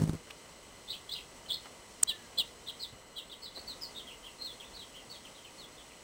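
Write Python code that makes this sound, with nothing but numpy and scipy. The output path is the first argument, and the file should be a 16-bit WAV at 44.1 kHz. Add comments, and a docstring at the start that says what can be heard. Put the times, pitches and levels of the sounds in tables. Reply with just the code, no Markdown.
"""Hummingbird at its nest

A hummingbird settles in a leafy garden tree: periodic wing pressure fades, and later a swept tone gives one
tick. Two sparrow-like birds chirp, one near and clean, one farther off and raspier: two coupled gliding tones,
scattered by leaves and walls; a far bird whistles. Taps are decaying band-passed noise. A small camera near the
nest adds hiss, faint whine and mirror tones made by amplitude modulation, over a distant rumble of shaped
noise."""
import sys
import numpy as np
from scipy import signal
from scipy.fft import rfft, irfft
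from scipy.io import wavfile
from scipy.ndimage import uniform_filter1d

SR = 44100
rng = np.random.default_rng(int(sys.argv[2]) if len(sys.argv) > 2 else 0)


def generate_wav(sig):
    """Save sig (samples, or channels by samples) to the path in sys.argv[1] as 16-bit PCM at SR."""
    pcm = np.round(np.clip(np.atleast_2d(sig).T, -1, 1) * 32767).astype(np.int16)
    wavfile.write(sys.argv[1], SR, pcm)


N = 266011
T = np.arange(N) / SR  # t/s

# Spectral shape of the distant rumble: f/Hz, relative level/dB
RUMBLE_SPECTRUM = [(20, 5), (55, 5), (80, -1.5), (120, -1.5), (250, 0), (340, -1), (500, 1.5), (800, -4),
                   (1150, -3.5), (1600, -10), (2500, -16), (4000, -40)]
# Spectral shape of the camera's hiss: f/Hz, relative level/dB
HISS_SPECTRUM = [(1200, -16), (2500, 5), (4200, 2), (6000, 5), (7200, 1.5), (9800, 1), (10200, -14),
                 (14000, -45), (15600, -19)]
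# Mean level of the rumble, which dips midway: t/s, level/dB
RUMBLE_LEVEL = [(0, -55.5), (2.3, -55), (3.0, -56.5), (3.54, -58), (3.62, -53), (4.3, -55.5), (6.03, -56)]
# Mean level of the hiss, which dips midway: t/s, level/dB
HISS_LEVEL = [(0, -59.5), (2.8, -58.5), (2.95, -62), (3.5, -62.5), (3.62, -58.5), (6.03, -59)]
# Steady whines and narrow bands of hiss: f/Hz, nominal width/Hz (widened in use), level/dB
WHINE_BANDS = [(933, 7, -72), (2020, 89, -66.5), (2990, 124, -67.5), (4174, 120, -69.5), (7893, 160, -66),
               (12300, 93, -91)]
# Ripple of the camera's sampling clock: f/Hz, modulation depth/dB
CLOCK_RIPPLE = [(4020, -17.5), (8040, -20.5), (12060, -13), (16080, -23), (20100, -11)]
# Taps of feet, bill and twigs: t/s, onset level/dB, centre f/Hz, width of each filter pass/Hz, 1/e decay/s
NEST_TAPS = [(.094, -41.5, 2980, 6000, 0.0023), (.272, -50, 600, 1500, .012),
             (.303, -47, 1200, 2400, 0.0085), (.3065, -36, 2880, 1510, 0.0033),
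             (1.657, -45.5, 930, 2200, 0.013), (2.031, -29, 950, 2000, 0.002),
             (2.924, -48.5, 69.7, 90, .02), (3.572, -47, 302, 1200, 0.017)]
# Chirps: start t/s, length/s, nominal top f/Hz, nominal bottom f/Hz, base level/dB,
# upper voice level/dB (re lower), echo level/dB (re direct), rasp/0-1, name of shape
CHIRPS = [ (0.874, 0.09, 4335, 2326, -42, -9, -3.5, .45, "warble"),
          (1.086, 0.11, 4235, 2300, -40, -5.5, -5, 0.43, "warble"),
          (1.458, 0.024, 3120, 2980, -59, -20, -3, .4, "slide"),
          (1.484, 0.073, 4376, 3210, -32, -13, -6, 0.39, "scoop"),
          (1.631, 0.033, 3120, 2920, -58.5, -20, -3, .4, "slide"),
          (2.072, 0.055, 3424, 2670, -34.5, 1, -12, 0.18, "arch"),
          (2.372, 0.054, 3520, 2720, -30, 0, -15, 0.13, "arch"),
          (2.663, 0.05, 4050, 3120, -40.5, -21, -4.5, 0.54, "hook"),
          (2.795, .067, 4394, 3346, -41, -9, -7, .4, "shoulder"),
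          (3.155, 0.057, 3430, 2680, -44, -1.5, -5, 0.17, "arch"),
          (3.295, 0.059, 3980, 3030, -44.8, -10, -5, 0.43, "hook"),
          (3.418, .069, 4490, 3350, -45, -9, -4.5, 0.35, "shoulder"),
          (3.544, 0.065, 4480, 3950, -44, -12, -6.5, 0.54, "scoop"),
          (3.67, 0.068, 4540, 3525, -43.5, -28, -6.5, 0.36, "slide"),
          (3.811, 0.053, 5220, 4100, -44.8, -21, -4, 0.43, "slide"),
          (3.945, 0.076, 3765, 3060, -45, -17, -4, 0.53, "hold"),
          (4.067, 0.054, 3350, 2430, -50.5, -22, -1.5, 0.4, "slide"),
          (4.11, .040, 3030, 2690, -50.5, -20, -1, 0.3, "rise"),
          (4.226, 0.078, 3430, 2707, -49, -17, -4, 0.48, "hook"),
          (4.382, 0.15, 4286, 3196, -43, -28, -6, 0.31, "hold"),
          (4.598, 0.043, 3420, 2490, -49.5, -13, -6, 0.56, "slide"),
          (4.636, 0.043, 3780, 3320, -50.5, -17, -3, 0.35, "rise"),
          (4.730, 0.065, 4670, 3734, -47, -21, -3.5, 0.5, "hook"),
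          (4.786, 0.048, 3990, 3080, -46, -21, -2.5, 0.25, "dive"),
          (4.936, 0.073, 3260, 2610, -54, -19, 0.5, 0.52, "hump"),
          (5.091, 0.077, 4580, 3170, -47, -28, -1.5, 0.33, "dive"),
          (5.244, .034, 3290, 2570, -55, -16, -6, .53, "slide"),
          (5.344, .052, 3800, 3100, -58, -20, 0, 0.46, "dive"),
          (5.439, 0.05, 3060, 2400, -53.5, -16, -5, .4, "dive"),
          (5.579, 0.077, 4400, 3200, -47, -27, -6, 0.3, "dive"),
          (5.771, 0.049, 3570, 3000, -52.5, -18, 0, 0.63, "dive"),
          (5.898, 0.026, 3020, 2290, -59.5, -16, -1, 0.5, "slide"), ]
# Gestures of the chirps, by name: share of length/0-1, pitch from bottom to top/0-1, level/dB (re base)
CHIRP_SHAPES = { "arch": [(0, 0.638, -19), (.16, .88, -6), (.32, 1, 0.5), (.56, .62, -1), (.74, .25, -6.5),
                (1, 0.0043, -16)], "slide": [(0, 1, -11), (.25, .88, 0.5), (.65, .45, -3.5), (1, 0, -4.5)],
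                "dive": [(0, 0.83, -15), (.26, 0.98, -1), (.5, .5, -9), (1, 0, -4.5)],
                "hold": [(0, .92, -15), (.24, .88, -2), (.53, 1, 0), (.67, .3, -7.5), (1, 0.066, -7.5)],
                "hump": [(0, .1, -6), (.4, 1, 1.5), (.65, .7, -5), (1, 0, -4)], "shoulder": [(0, .97, -11),
                (.15, .85, -3), (.33, 1, -3.5), (.54, .78, 1), (.76, .3, -4), (1, 0, -10)],
                "rise": [(0, 0, -4), (.5, .6, -4), (1, 1, -16)], "hook": [(0, 0.47, -13), (.29, .55, -4.5),
                (.45, 1, -2), (.66, .12, -0.5), (1, 0.029, -20)], "scoop": [(0, 1, -18), (.2, 0.26, -5),
                (.37, 0.07, -1.5), (.52, .35, 0), (.64, 0.71, -12), (.75, 1, -4.5), (.85, 0.82, -5.5),
                (1, 0, -14)], "warble": [(0, .6, -13), (.15, .55, -3), (.25, .65, -4.5), (.36, 0.81, 1),
                (.48, 0.98, -3.5), (.62, .3, -5), (.69, .3, -3), (.81, .58, -4), (1, 0.013, -10.5)], }
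# Flurries of wingbeats on landing, each weaker: middle t/s, strength/dB, half length to 1/e/s
WING_FLURRIES = [(0.024, -13, 0.023), (0.091, -19, 0.015), (.14, -26.5, 0.014)]
# Ring of the air pushed against nest and camera: f/Hz, width/Hz, relative level/dB
WING_RESONANCES = [(160, 17, 1), (235, 160, -6.5), (402, 280, -18)]

CUTOFF_HZ = 15750
ZERO_RASP_VOICE_GAP_HZ = 701.3
WHISTLE_S, WHISTLE_LENGTH_S, WHISTLE_DB, WHISTLE_FADE_DB_PER_S = 2.08, 0.22, -57, 50
# the whistle's pitch decays from its top toward its bottom with this time constant
WHISTLE_TOP_HZ, WHISTLE_BOTTOM_HZ, WHISTLE_SAG_S = 1857, 1520, 0.13
WINGBEAT_HZ = 52.77
TICK_S, TICK_DB, TICK_HALF_LENGTH_S = 2.033, -15, .0028
# the tick's pitch crests just before the loudest moment, then dives ever faster
TICK_TOP_HZ, TICK_BOTTOM_HZ, TICK_CREST_LEAD_S, TICK_DIVE_S = 8950, 3900, .0028, .0074


def undb(db):
    """Logarithmic level: 20 dB is a tenfold amplitude."""
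    return 10 ** (np.asarray(db) / 20)


def unit(x):
    """Normalisation of mean power: the rms becomes 1."""
    return x / np.sqrt(np.mean(x ** 2))


def curve(rows, t):
    """Linear interpolation of each column against the first."""
    points, *columns = np.transpose(rows)
    return [np.interp(t, points, column) for column in columns]


def resonate(x, hz, width_hz):
    """Second-order resonance: unit gain at the centre."""
    b, a = signal.iirpeak(hz, hz / width_hz, fs=SR)
    return signal.lfilter(b, a, x)


def walk(rate, size):
    """Slow random fluctuation: straight lines join about rate random values a second."""
    steps = np.arange(size) * rate / SR
    return 1.49 * np.interp(steps, np.arange(4096), rng.standard_normal(4096))


def coloured(spectrum):
    """Spectral shaping: white noise takes the given spectrum on a log frequency axis, with rms 1."""
    hz, db = np.transpose(spectrum)
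    f = np.maximum(np.arange(N // 2 + 1) * SR / N, 1)
    gain = undb(np.interp(np.log(f), np.log(hz), db))
    return unit(irfft(rfft(rng.standard_normal(N)) * gain, N))


def add(out, start, x):
    """Superposition: x joins the sum from its start time, in seconds."""
    i = max(int(start * SR), 0)
    out[i:i + len(x)] += x[:N - i]


def garden(x, first_s=0.0036, early_t60=0.22, late_t60=0.26, late_db=-16):
    """Multiple scattering: leaves and near walls return a quick cluster, then a faint longer tail."""
    t = np.arange(SR // 3) / SR
    early = undb(-60 * t / early_t60)
    late = undb(late_db - 60 * t / late_t60)
    onset = np.clip(t / first_s - 1, 0, 1)
    # cubing leaves a few strong reflections among many weak ones
    scatter = rng.standard_normal(len(t)) ** 3 * (early + late) * onset
    return signal.fftconvolve(x, scatter / np.linalg.norm(scatter))


def syrinx(hz, db, upper_db, rasp, waver, flutter_db):
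    """Coupled oscillators: the second side of the syrinx sings a little higher and beats with the first."""
    n = len(hz)
    hz = uniform_filter1d(hz, size=n // 12, mode="nearest")
    hz = hz * (1 + waver * walk(416, n))
    gap_hz = ZERO_RASP_VOICE_GAP_HZ * (1 - 0.403 * rasp + 0.321 * rasp * walk(115.0, n))
    phase = 2 * np.pi * np.cumsum(hz) / SR
    beat = 2 * np.pi * np.cumsum(gap_hz) / SR
    # coupling adds a weak third tone one more gap up
    upper = undb(upper_db) * np.exp(1j * beat)
    voices = np.exp(1j * phase) * (1 + upper + 0.16 * upper ** 2)
    # unsteady membranes smear each tone into a hoarse band
    shake = (walk(799, n) + 1j * walk(800, n)) / np.sqrt(2)
    hoarse = (1 + rasp * shake) / np.sqrt(1 + rasp ** 2)
    swell = undb(db + flutter_db * walk(299.6, n)) * signal.windows.tukey(n, .08)
    return np.sqrt(2) * swell * np.imag(voices * hoarse)


def distant_rumble():
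    """Sum of many remote sources: shaped noise from the town, wavering in level."""
    level_db = curve(RUMBLE_LEVEL, T)[0] + 0.5 * walk(14, N)
    return coloured(RUMBLE_SPECTRUM) * undb(level_db)


def camera_hiss():
    """Electronic noise: a broad random spectrum with a slightly wavering level."""
    level_db = curve(HISS_LEVEL, T)[0] + .5 * walk(24, N)
    return coloured(HISS_SPECTRUM) * undb(level_db)


def camera_whine():
    """Narrow-band noise: two resonances in cascade leave tone-like bands."""
    out = np.zeros(N)
    for hz, width, db in WHINE_BANDS:
        band = resonate(rng.standard_normal(N), hz, 2.4 * width)
        band = resonate(band, hz, 2.4 * width)
        out += undb(db) * unit(band)
    return out


def far_whistle():
    """Fully reverberant path: a far bird's falling, fading note arrives only as echo."""
    out = np.zeros(N)
    t = np.arange(int(WHISTLE_LENGTH_S * SR)) / SR
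    hz = WHISTLE_BOTTOM_HZ + (WHISTLE_TOP_HZ - WHISTLE_BOTTOM_HZ) * np.exp(-t / WHISTLE_SAG_S)
    db = WHISTLE_DB - WHISTLE_FADE_DB_PER_S * t
    note = syrinx(hz, db, upper_db=-26, rasp=.1, waver=.005, flutter_db=2.5)
    add(out, WHISTLE_S, garden(note))
    return out


def taps():
    """Damped impact: exponentially decaying noise bands form knocks and scratches in nest and branches."""
    out = np.zeros(N)
    t = np.arange(SR // 8) / SR
    for s, db, hz, width, decay in NEST_TAPS:
        knock = resonate(rng.standard_normal(len(t)), hz, width)
        knock = resonate(knock, hz, width)
        add(out, s, undb(db) * np.exp(-t / decay) * unit(knock))
    return out


def songbird():
    """Direct and scattered paths: each chirp scales one gesture in time and pitch, then sounds by both."""
    out = np.zeros(N)
    for start, length, top_hz, bottom_hz, db, upper_db, echo_db, rasp, shape in CHIRPS:
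        share = np.linspace(0, 1, int(length * SR))
        height, swell_db = curve(CHIRP_SHAPES[shape], share)
        hz = bottom_hz + (top_hz - bottom_hz) * height
        chirp = syrinx(hz, db + swell_db, upper_db, rasp, waver=0.026 * rasp, flutter_db=1.9)
        add(out, start, chirp)
        add(out, start, undb(echo_db) * garden(chirp))
    return out


def wings(first_s=0.00097, sharpness=16, swell_lead_s=0.002, eddy_db=-9, swish_db=-33):
    """Periodic pressure: each wingbeat pushes air, then sucks it back sharply, amid eddy and feather noise."""
    strength = sum(undb(db) * np.exp(-((T - s) / half) ** 2) for s, db, half in WING_FLURRIES)
    # an exponentiated cosine is a periodic pulse, narrower as its factor grows
    suction = np.exp(sharpness * (np.cos(2 * np.pi * WINGBEAT_HZ * (T - first_s)) - 1))
    push = np.exp(2.8 * (np.cos(2 * np.pi * WINGBEAT_HZ * (T - first_s + swell_lead_s)) - 1))
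    puffs = strength * (0.39 * push - 1.22 * suction)
    hum = sum(undb(db) * resonate(puffs, hz, width) for hz, width, db in WING_RESONANCES)
    # noise spectra: f/Hz, relative level/dB
    eddies = coloured([(40, 1), (130, -3), (220, -4.0), (330, -7.5), (600, -18.0), (2000, -60)])
    feathers = coloured([(100, -7), (500, 4.0), (900, 0.5), (3000, -14.5), (9000, -11), (12000, -24)])
    swish = undb(swish_db) * (0.49 + suction) * feathers
    air = 0.13 * undb(eddy_db) * eddies + swish
    return hum + 0.51 * puffs + np.sqrt(strength) * air


def hummingbird_tick():
    """Frequency sweep: pitch crests and dives within one brief swell, so close that it is dry."""
    out = np.zeros(N)
    t = np.arange(-.007, .007, 1 / SR)
    dive = np.minimum(((t + TICK_CREST_LEAD_S) / TICK_DIVE_S) ** 2, 1)
    hz = TICK_TOP_HZ + (TICK_BOTTOM_HZ - TICK_TOP_HZ) * dive
    sweep = syrinx(hz, TICK_DB, upper_db=-16, rasp=.2, waver=.015, flutter_db=.4)
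    swell = np.exp(-(t / TICK_HALF_LENGTH_S) ** 2)
    add(out, TICK_S + t[0], sweep * swell)
    return out


def scene():
    """Linear superposition: all sources add at one microphone."""
    background = distant_rumble() + camera_hiss() + camera_whine()
    nearby = far_whistle() + taps() + songbird()
    hummingbird = wings() + hummingbird_tick()
    return (background + nearby + hummingbird)[None]


def record(dry, jitter_db=-26):
    """Filtering and modulation: deep bass is lost, clock ripple adds sidebands, jitter a haze; the top is cut."""
    bass_cut = signal.butter(2, 38, "high", fs=SR, output="sos")
    treble_pass = signal.butter(2, 2000, "high", fs=SR, output="sos")
    top_cut = signal.ellip(10, .2, 80, CUTOFF_HZ, fs=SR, output="sos")
    sound = signal.sosfilt(bass_cut, dry)
    treble = signal.sosfilt(treble_pass, dry)
    # products with the treble give mirror tones at sum and difference frequencies
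    ripple = sum(undb(db) * np.cos(2 * np.pi * hz * T) for hz, db in CLOCK_RIPPLE)
    jitter = undb(jitter_db) * coloured([(500, -8), (4000, 2), (9000, 1), (20000, -35)])
    return signal.sosfilt(top_cut, sound + (ripple + jitter) * treble)


dry = scene()
out = record(dry)
generate_wav(out)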